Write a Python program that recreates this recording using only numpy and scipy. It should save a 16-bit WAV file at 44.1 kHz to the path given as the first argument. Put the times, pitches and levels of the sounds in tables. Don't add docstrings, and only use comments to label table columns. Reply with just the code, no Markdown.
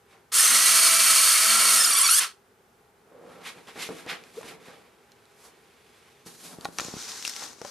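import sys
import numpy as np
from scipy import signal
from scipy.fft import rfft, irfft
from scipy.io import wavfile

SR = 44100
rng = np.random.default_rng(int(sys.argv[2]) if len(sys.argv) > 2 else 0)


def transcribe(signal):
    frames = np.atleast_2d(signal).T
    limited = np.clip(frames, -1, 1)
    pcm = np.round(limited * 32767).astype(np.int16)
    wavfile.write(sys.argv[1], SR, pcm)


def gain_from_decibels(decibels):
    exponent = np.asarray(decibels, float) / 20
    return 10 ** exponent


N = 339570

# (frequency [Hz], level [dB per Hz])
ROOM_TONE = [(12, -67.5), (20, -50), (45, -4), (107, -5), (234, -11), (284, -20.5), (397, -2.5), (587, -14),
             (675, -10.5), (1030, -13.5), (1600, -16), (1740, -18.5), (9850, -31), (14600, -34.5),
             (15800, -47)]
# (frequency [Hz], width [Hz], strength [dB])
ROOM_HUMS = [(256, 28, 2), (405, 200, -6), (815, 15, 1.5)]
# (frequency [Hz], gain [dB])
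OWN_HISS = [(60, -6.5), (300, -11.5), (1400, 3.0), (4000, -3.0), (15000, 9.0)]
# (typical frequency [Hz], time to fall 60 dB [s])
ROOM_DECAY = [(200, 0.5), (2000, 0.16), (10000, 0.191)]
# (frequency [Hz], side to mid [dB])
SCATTER = [(60, -16), (130, -14.5), (290, -29.5), (640, -17.5), (1410, -36.5), (3100, -14.5), (6820, -10.5),
           (15000, 2)]
# (frequency [Hz], gain [dB])
TREBLE_CUTOFF = [(20, 0), (12500, 0), (14000, -4), (15100, -3), (15500, -30), (20000, -40)]

# (frequency [Hz], level [dB per Hz])
SCUFF = [(35, -57), (60, -32.5), (175, -4.5), (426, -7), (577, -10), (663, -4), (1190, -5), (2230, -7),
         (11400, -11), (14100, -22), (15800, -63)]
# (frequency [Hz], width [Hz], strength [dB])
SCUFF_MODES = [(494, 64, 1), (2310, 400, -3), (3500, 400, -12)]
# (peak time [s], rumble [dB], body against rumble [dB], rise by 20 dB [s], fall by 20 dB [s])
TREADS = [(.15, -68, 8, .1, .13), (3.3, -57, 0, .35, .6), (3.47, -58, 10, .12, .09),
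          (3.575, -53, -1, .07, .1), (3.682, -57, 7, .02, .08), (3.76, -45, -2, .008, .2),
          (3.9, -39, -7, .015, .085), (3.99, -62, 7, .1, .2), (4.07, -50, 1, .01, .2),
          (4.13, -47, 5, .12, .065), (4.38, -53, -4, .06, .03), (4.45, -51, -2, .05, .25),
          (4.51, -51, -2, .1, .07), (4.7, -56, 1, .11, .16), (5.46, -73, 14, .12, .08)]
# (peak time [s], scratch [dB], hiss against scratch [dB], rise by 20 dB [s], fall by 20 dB [s])
SLIDES = [(.126, -62, -6, .09, .13), (3.33, -63, -2, .22, .4), (3.472, -39.5, -7, .055, .07),
          (3.57, -58, -5, .1, .2), (3.685, -48.5, -7, .025, .085), (3.825, -36, -3.5, .075, .085),
          (3.99, -53, -2, .6, .14), (4.1, -31.5, -13, .028, .08), (4.27, -64, -1, .3, .3),
          (4.38, -59, 4, .12, .15), (4.49, -46.5, -3, .1, .07), (4.67, -55.5, -5, .11, .2),
          (5.46, -70, 15, .13, .06), (6.1, -68, -3, 1.5, .5)]
# (peak time [s], level [dB], ring [Hz], rise by 20 dB [s], fall by 20 dB [s])
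CREAKS = [(3.115, -58, 490, .02, .5), (3.18, -57, 480, .15, .12), (3.25, -52, 510, .04, .1),
          (3.315, -56, 1310, .06, .09), (3.385, -55, 520, .08, .08)]
# (frequency [Hz], level [dB per Hz])
CREAK_SLIPS = [(20, -30), (1500, -30), (6000, -55), (20000, -60)]

# (peak time [s], hiss [dB], low rub against hiss [dB], rise by 20 dB [s], fall by 20 dB [s])
BRUSHES = [(6.264, -47.5, -6, .012, .14), (6.35, -55, -8, .1, .6), (6.46, -48, -9, .17, .2),
           (6.53, -54, 1, .2, .2), (6.65, -53.5, 3, .2, .17), (6.78, -53, -4, .2, .02)]
# (frequency [Hz], level [dB per Hz])
RUSTLE = [(35, -42.5), (60, -15), (113, 1), (146, -11), (216, 3.5), (307, -2), (501, -6.5), (619, -11),
          (818, -5.5), (3020, -10.5), (6090, -2), (14400, -21), (15800, -31.5)]
# (time [s], low rustle [dB], bright rustle [dB])
HANDLING = [(6.785, -44, -42.5), (6.83, -52, -45), (6.975, -53, -48), (7.005, -55, -42), (7.12, -53, -43.5),
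            (7.245, -58, -44), (7.256, -60, -39), (7.305, -58, -42), (7.32, -64, -48), (7.39, -52, -42.5),
            (7.443, -50, -43), (7.51, -57, -52), (7.575, -67, -60.5), (7.63, -57, -55), (7.7, -56, -47.5)]
# (time [s], left over right [dB])
HANDLING_PAN = [(6.2, -1.5), (6.7, 1.5), (7.2, 1.5), (7.7, 5.5)]
# (time [s], level before ring and crack take their shares [dB], ring [Hz])
TICKS = [(3.6731, -39.5, 3090), (4.0634, -36.5, 4590), (4.2383, -39, 2500), (4.4144, -40, 6940),
         (4.4308, -38.5, 2570), (5.119, -40, 4100), (5.255, -50, 4100), (6.6104, -32.5, 4560),
         (6.6478, -21.5, 4350), (6.6544, -24, 3900), (6.7855, -15.5, 5820), (6.7974, -23.5, 6270),
         (6.8054, -19.5, 6950), (6.8179, -29, 4470), (6.8473, -23, 6820), (7.1184, -25.5, 4240),
         (7.1754, -29.5, 6230), (7.226, -23.5, 5444), (7.2509, -15, 2740), (7.259, -25, 2400),
         (7.267, -27, 3300), (7.2774, -16, 5540), (7.2953, -18.5, 5245), (7.3372, -30, 4490),
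         (7.3637, -21.5, 5740), (7.438, -25.5, 6330), (7.6161, -30.5, 5750), (7.649, -31, 5830)]
# (time [s], left over right [dB])
TICK_PAN = [(6.2, -1.5), (6.9, 2.5), (7.3, 5), (7.7, 8)]
# (frequency [Hz], level [dB per Hz])
SNAP = [(500, -26.5), (2000, -2), (3000, -0.5), (6500, -2.5), (10000, -9.5), (15000, -19)]
# (time [s], level before each ring takes its share [dB], main ring [Hz], fall by 60 dB [s])
KNOCKS = [(3.671, -51, 466, 0.04), (3.758, -35.5, 470, 0.058), (3.89, -27, 450, 0.037),
          (4.064, -33, 356, 0.048), (4.411, -36, 650, 0.034), (4.43, -36.5, 1030, 0.04),
          (4.443, -40, 236, 0.089), (4.684, -41.5, 248, 0.05), (6.263, -40, 215, 0.077),
          (6.586, -31.5, 234, 0.02), (6.654, -19, 816, 0.032), (6.687, -34, 315, 0.031),
          (6.788, -19, 1290, 0.013), (6.798, -17, 1368, 0.013), (6.815, -30, 363, 0.018),
          (6.85, -35, 186, 0.04), (6.884, -28, 369.5, 0.021), (6.939, -28, 228, 0.044),
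          (6.967, -31, 197, 0.025), (7.422, -35, 790, 0.036), (7.585, -45, 363, 0.032),
          (7.616, -28.5, 490, 0.037), (7.649, -28.5, 580, 0.044)]
# (times the main pitch, level [dB], times the main fall time)
KNOCK_RINGS = [(1, -3.5, 1), (1.35, -8, 1.1), (1.75, -8, .9), (2.3, -12, .5), (2.9, -11, .4)]
# (time [s], length [s], first pitch [Hz], last pitch [Hz], peak [dB])
SQUEAK = (4.366, .029, 360, 530, -32)

# (frequency [Hz], level [dB per Hz])
GEARBOX = [(59, -68.5), (100, -44), (214, -29.5), (593, -20), (646, -15), (887, -13.5), (1300, 0.5),
           (3520, -1.5), (4440, -6), (7230, -7.5), (8940, -3.5), (14600, -11), (15800, -44.5)]
# (frequency [Hz], width [Hz], strength [dB])
GEARBOX_MODES = [(1088, 130, -6.5), (1313, 95, -5.5), (2770, 150, -9), (3136, 140, -10), (4410, 130, -2.5),
                 (5180, 120, -5), (5750, 100, -7), (6460, 180, -6.5), (8920, 1400, -9.5),
                 (10160, 200, -7.5)]
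# (time [s], gain [dB])
GRIND_EASES = [(1.63, 0.5), (1.75, -2.5), (2.09, -3), (2.17, -6), (2.22, 1.5)]
# (time [s], gain [dB])
GRIND_BASS = [(.5, -21), (1.3, -26), (1.65, -19), (1.92, -20), (2.13, -25), (2.3, -24)]
# (time [s], gain [dB])
GRIND_TREBLE = [(.32, -5), (.35, 7), (.5, 1), (1.27, 2), (1.63, -1), (1.75, 4.5), (1.92, -3), (2.08, -8),
                (2.11, 4), (2.185, 7), (2.2, -6.5), (2.32, -17)]
# (frequency [Hz], gain [dB])
WHINE = [(900, -14.5), (1400, -5), (2300, -4.5), (3200, -7), (4500, -3.5), (5300, -1.5), (6800, -5),
         (8700, 2.5), (10200, -3.5), (12000, -5.5), (15000, -27.5)]
# (time [s], tooth contacts [per s])
NEAR_SPEED = [(.33, 1200), (.385, 1750), (.408, 1750), (.428, 2060), (.8, 2205), (1.75, 2215),
              (1.793, 1765), (1.84, 1775), (1.868, 1465), (1.895, 1445), (1.912, 1190), (1.953, 1125),
              (1.98, 1185), (2.008, 1022), (2.043, 1168), (2.08, 1095), (2.097, 1390), (2.135, 1450),
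              (2.156, 1685), (2.193, 1700)]
# (time [s], tooth contacts [per s])
FAR_SPEEDS = [
    [(.36, 1700), (.45, 1890), (.6, 1945), (.8, 1985), (1.2, 1960), (1.8, 1930)],
    [(.4, 2000), (.6, 2280), (.9, 2325), (1.45, 2345), (1.5, 2290), (1.685, 2280), (1.705, 1900),
     (1.725, 1550)],
]
# (time [s], level [dB])
NEAR_FORCE = [(.33, -35), (.41, -22), (.6, -26.5), (1.0, -33), (1.3, -25), (1.7, -28), (1.8, -21),
              (1.93, -23.5), (2.06, -21), (2.193, -20.5)]
# (time [s], level [dB])
FAR_FORCES = [
    [(.36, -40.5), (.55, -31), (.8, -33.5), (1.2, -39.5), (1.8, -37)],
    [(.4, -42.5), (.9, -29.5), (1.2, -32), (1.45, -33.5), (1.6, -32.5), (1.7, -28), (1.725, -44)],
]
# (time [s], turns [per s], once a turn [dB], three a turn [dB], six a turn [dB])
ROTOR = [(0.42, 208.7, -67, -49, -50), (0.53, 240, -50.5, -56.5, -43.5), (0.658, 212, -63, -50.5, -51.5),
         (0.76, 222, -55.5, -44, -53.5), (1.404, 214.3, -62, -49, -38), (1.552, 227.1, -47, -44, -36),
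         (1.894, 233, -62, -52, -38), (1.95, 228.9, -75.5, -62.5, -47)]


def rms_one(x):
    return x / np.sqrt(np.mean(x ** 2) + 1e-20)


def in_time(rows):
    s, *columns = np.transpose(rows)
    t = np.arange(N) / SR
    gate = np.clip(np.minimum(t - s[0], s[-1] - t) / .006 + 1, 0, 1)
    return [gate] + [np.interp(t, s, c) for c in columns]


def colour(x, spectrum, modes=(), lift_db=0., low_hz=1, high_hz=30000):
    hz = np.fft.rfftfreq(x.shape[-1], 1 / SR) + 1
    power = 1 + sum(gain_from_decibels(2 * (db + lift_db)) / (1 + (2 * (hz - f) / width) ** 2) for f, width, db in modes)
    edges = 1 / np.sqrt((1 + (low_hz / hz) ** 8) * (1 + (hz / high_hz) ** 8))
    points_hz, points_db = np.transpose(spectrum)
    broad = gain_from_decibels(np.interp(np.log(hz), np.log(points_hz), points_db))
    return irfft(rfft(x) * broad * np.sqrt(power) * edges, x.shape[-1])


def drift(rate_hz):
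    r = np.exp(-2 * np.pi * rate_hz / SR)
    noise = rng.standard_normal(N + SR)
    return rms_one(signal.lfilter([1], [1, -2 * r, r * r], noise)[SR:])


def grit(per_s, spread_db):
    sizes = gain_from_decibels(spread_db * np.minimum(rng.exponential(1, N), 5)) * rng.choice([-1, 1], N)
    return sizes * (rng.random(N) < per_s / SR)


def rubbing(gains, spectrum, modes, per_s, clump_db):
    grains = grit(per_s, spread_db=1.5) * gain_from_decibels(clump_db * drift(38.0))
    edges_hz = [20, 450, 1500, 4000, 30000]
    parts = [rms_one(colour(grains, spectrum, modes, 5.7, lo, hi)) for lo, hi in zip(edges_hz, edges_hz[1:])]
    return sum(gain * part for gain, part in zip(gains, parts))


def strokes(s, db, rise_s, fall_s):
    t = np.arange(0, N, 32)[:, None] / SR
    level_db = np.max(db - 20 * np.maximum((s - t) / rise_s, (t - s) / fall_s), axis=1)
    return np.interp(np.arange(N) / SR, t[:, 0], gain_from_decibels(level_db))


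def two_bands(rows):
    s, db, share_db, rise_s, fall_s = np.transpose(rows)
    return [strokes(s, db, rise_s, fall_s), strokes(s, db + share_db, rise_s, fall_s)]


def ring(at_s, peak_db, hz, t60):
    t = np.arange(int(t60 * SR)) / SR
    return round(at_s * SR), gain_from_decibels(peak_db - 60 * t / t60) * np.sin(2 * np.pi * hz * t)


def add(out, start, wave):
    out[..., start:start + wave.shape[-1]] += wave[..., :N - start]


def place(x, pan_db, scatter_db):
    echoes = rng.standard_normal(5000) * np.exp(-np.arange(5000) / 1000)
    reflected = signal.fftconvolve(x, echoes / np.linalg.norm(echoes))[:N]
    side = colour(reflected, SCATTER) * gain_from_decibels(scatter_db)
    return np.array([(x + side) * gain_from_decibels(pan_db / 2), (x - side) * gain_from_decibels(-pan_db / 2)])


def room_tone():
    shared, left, right = colour(rng.standard_normal((3, N)), ROOM_TONE, ROOM_HUMS, lift_db=8.0)
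    own = colour(np.array([left, right]), OWN_HISS)
    level_db = -60.5 + drift(2) / 2
    return gain_from_decibels(level_db) * rms_one(shared + own)


def room(x):
    t, tail = np.arange(SR // 2) / SR, 0
    for (_, t60), (low_hz, high_hz) in zip(ROOM_DECAY, [(1, 700), (700, 5000), (5000, 30000)]):
        flat = [(20, 0), (20000, 0)]
        noise = colour(rng.standard_normal((2, len(t))), flat, (), 0, low_hz, high_hz)
        tail = tail + noise * gain_from_decibels(-60 * t / t60) * (t > .003)
    tail = tail / np.sqrt(np.sum(tail ** 2) / 2)
    return signal.fftconvolve(x[None], tail, axes=1)[:, :N]


def creaks():
    slips, width_hz = grit(per_s=900., spread_db=3.0), 90
    out = 0
    for s, db, hz, rise_s, fall_s in CREAKS:
        hollow = rms_one(colour(slips, CREAK_SLIPS, [(hz, width_hz, 30)]))
        swell = strokes(*np.array([[s], [db], [rise_s], [fall_s]]))
        out = out + swell * hollow
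    return out


def shuffling():
    clothes = in_time([(4.2, 0), (6.25, 0)])[0]
    clothes_db = [-74, -73, -74, -80]
    gains = [gain + clothes * gain_from_decibels(db) for gain, db in zip(two_bands(TREADS) + two_bands(SLIDES), clothes_db)]
    return rubbing(gains, SCUFF, SCUFF_MODES, per_s=10000.0, clump_db=1.0) + creaks()


def handling():
    hiss, rumble = two_bands(BRUSHES)
    brush_gains = [rumble, rumble * gain_from_decibels(-3), hiss * gain_from_decibels(-10), hiss]
    brush = rubbing(brush_gains, SCUFF, (), per_s=9000., clump_db=1.2)
    gate, low_db, bright_db = in_time(HANDLING)
    rustle_db = [low_db - 8, low_db, bright_db - 6, bright_db]
    return brush + gate * rubbing(gain_from_decibels(rustle_db), RUSTLE, (), per_s=9000., clump_db=1.2)


def ticks():
    out, t = np.zeros((2, N)), np.arange(2048) / SR
    noises = rng.standard_normal((len(TICKS), 2048))
    for (s, db, hz), noise in zip(TICKS, noises):
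        start, wave = ring(s, db - 7.0, hz, t60=0.016)
        pan_db = np.interp(s, *np.transpose(TICK_PAN))
        sides = gain_from_decibels([[pan_db / 2], [-pan_db / 2]])
        crack = gain_from_decibels(-6.0 - 60 * t / 0.0043)
        rattle = gain_from_decibels(-19 - 60 * t / 0.04)
        add(out, start, wave * sides)
        add(out, start, gain_from_decibels(db) * (crack + rattle) * rms_one(colour(noise, SNAP)) * sides)
    return out


def squeak():
    s, length, from_hz, to_hz, db = SQUEAK
    t = np.arange(int(length * SR)) / SR
    swell = np.sin(np.pi * (t / length) ** 1.4) ** .7
    cycles = from_hz * t + (to_hz - from_hz) * t ** 2 / length / 2
    return round(s * SR), gain_from_decibels(db) * swell * np.sin(2 * np.pi * cycles)


def knocks():
    out = np.zeros(N)
    for s, db, hz, t60 in KNOCKS:
        for ratio, ring_db, share in KNOCK_RINGS:
            add(out, *ring(s, db + ring_db, hz * ratio, t60 * share))
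    add(out, *squeak())
    return out


def strut(x):
    ring_hz, t60_s, level_db = 4400, .26, -9
    r, w = gain_from_decibels(-60 / (t60_s * SR)), 2 * np.pi * ring_hz / SR
    resonator = np.array([1, 0, -1]) * (1 - r * r) / 2, [1, -2 * r * np.cos(w), r * r]
    return gain_from_decibels(level_db) * signal.lfilter(*resonator, x)


def rotor_hum():
    gate, turns, *orders_db = in_time(ROTOR)
    angle = 2 * np.pi * np.cumsum(turns * (1 + .004 * drift(18.0))) / SR
    hum = sum(gain_from_decibels(db + 2.5 * drift(12.)) * np.sin(k * angle) for k, db in zip((1, 3, 6), orders_db))
    return np.sqrt(2) * gate * hum


def grinding():
    start_s, stop_s, run_db = .317, 2.225, -23
    t = np.arange(N) / SR
    since = np.maximum(t - start_s, 0)
    build_up_db = -11 * np.exp(-since / .045)
    run_down_db = -310 * np.maximum(t - stop_s, 0)
    level_db = run_db + build_up_db + run_down_db + in_time(GRIND_EASES)[1]
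    gain = np.minimum(since / .006, 1) * gain_from_decibels(level_db)
    contacts = grit(per_s=14000., spread_db=2.2) * gain_from_decibels(.8 * drift(25.))
    out = 0
    for low_hz, high_hz, band_db in [(60, 578, in_time(GRIND_BASS)[1]), (900, 6330, -3.7),
                                     (5720, 27300, in_time(GRIND_TREBLE)[1])]:
        band = rms_one(colour(contacts, GEARBOX, GEARBOX_MODES, 12.0, low_hz, high_hz))
        out = out + gain_from_decibels(band_db) * band
    return gain * out


def teeth(speed, force, wobble, uneven_db, dull_db=0):
    (gate, per_s), force_db = in_time(speed), in_time(force)[1]
    turn = 2 * np.pi * np.cumsum(per_s * (1 + wobble * (drift(25.) + drift(250.)))) / SR
    flutter, pulses = drift(80.), 0
    for k, (smear, shift) in enumerate(rng.random((14, 2)), start=1):
        own_flutter = np.roll(flutter, int(shift * N))
        gain = gain_from_decibels(uneven_db * own_flutter - dull_db * k)
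        audible = k * per_s < 15500
        pulses = pulses + gain * np.cos(k * turn + 2 * np.pi * smear) * audible
    whine = colour(pulses * gate, WHINE, GEARBOX_MODES, lift_db=11.0)
    return whine / np.sqrt(np.mean(whine[gate > 0] ** 2)) * gain_from_decibels(force_db)


def motors():
    gears = grinding() + teeth(NEAR_SPEED, NEAR_FORCE, wobble=.011, uneven_db=5.0)
    for speed, force in zip(FAR_SPEEDS, FAR_FORCES):
        gears = gears + teeth(speed, force, wobble=.004, uneven_db=4.0, dull_db=4)
    return gears + strut(gears) + rotor_hum()


def scene():
    gear, bumps, snaps = motors(), knocks(), ticks()
    steps, hands = shuffling(), handling()
    out = place(gear, -.6, -2.5) + place(steps, -0.54, 1.3) + place(hands, in_time(HANDLING_PAN)[1], 2.5)
    out = out + place(bumps, 0.88, 1.5) + snaps + room_tone()
    to_room = gain_from_decibels(-15) * (gear + bumps + snaps.mean(axis=0)) + gain_from_decibels(-8.5) * (steps + hands)
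    return out + room(to_room)


def low_pass(x):
    return signal.sosfilt(signal.butter(12, 15990, fs=SR, output="sos"), x)


def record(dry):
    bass_cut = signal.butter(2, 82, "high", fs=SR, output="sos")
    heard = signal.sosfilt(bass_cut, colour(dry, TREBLE_CUTOFF))
    return low_pass(heard)


dry = scene()
out = record(dry)
transcribe(out)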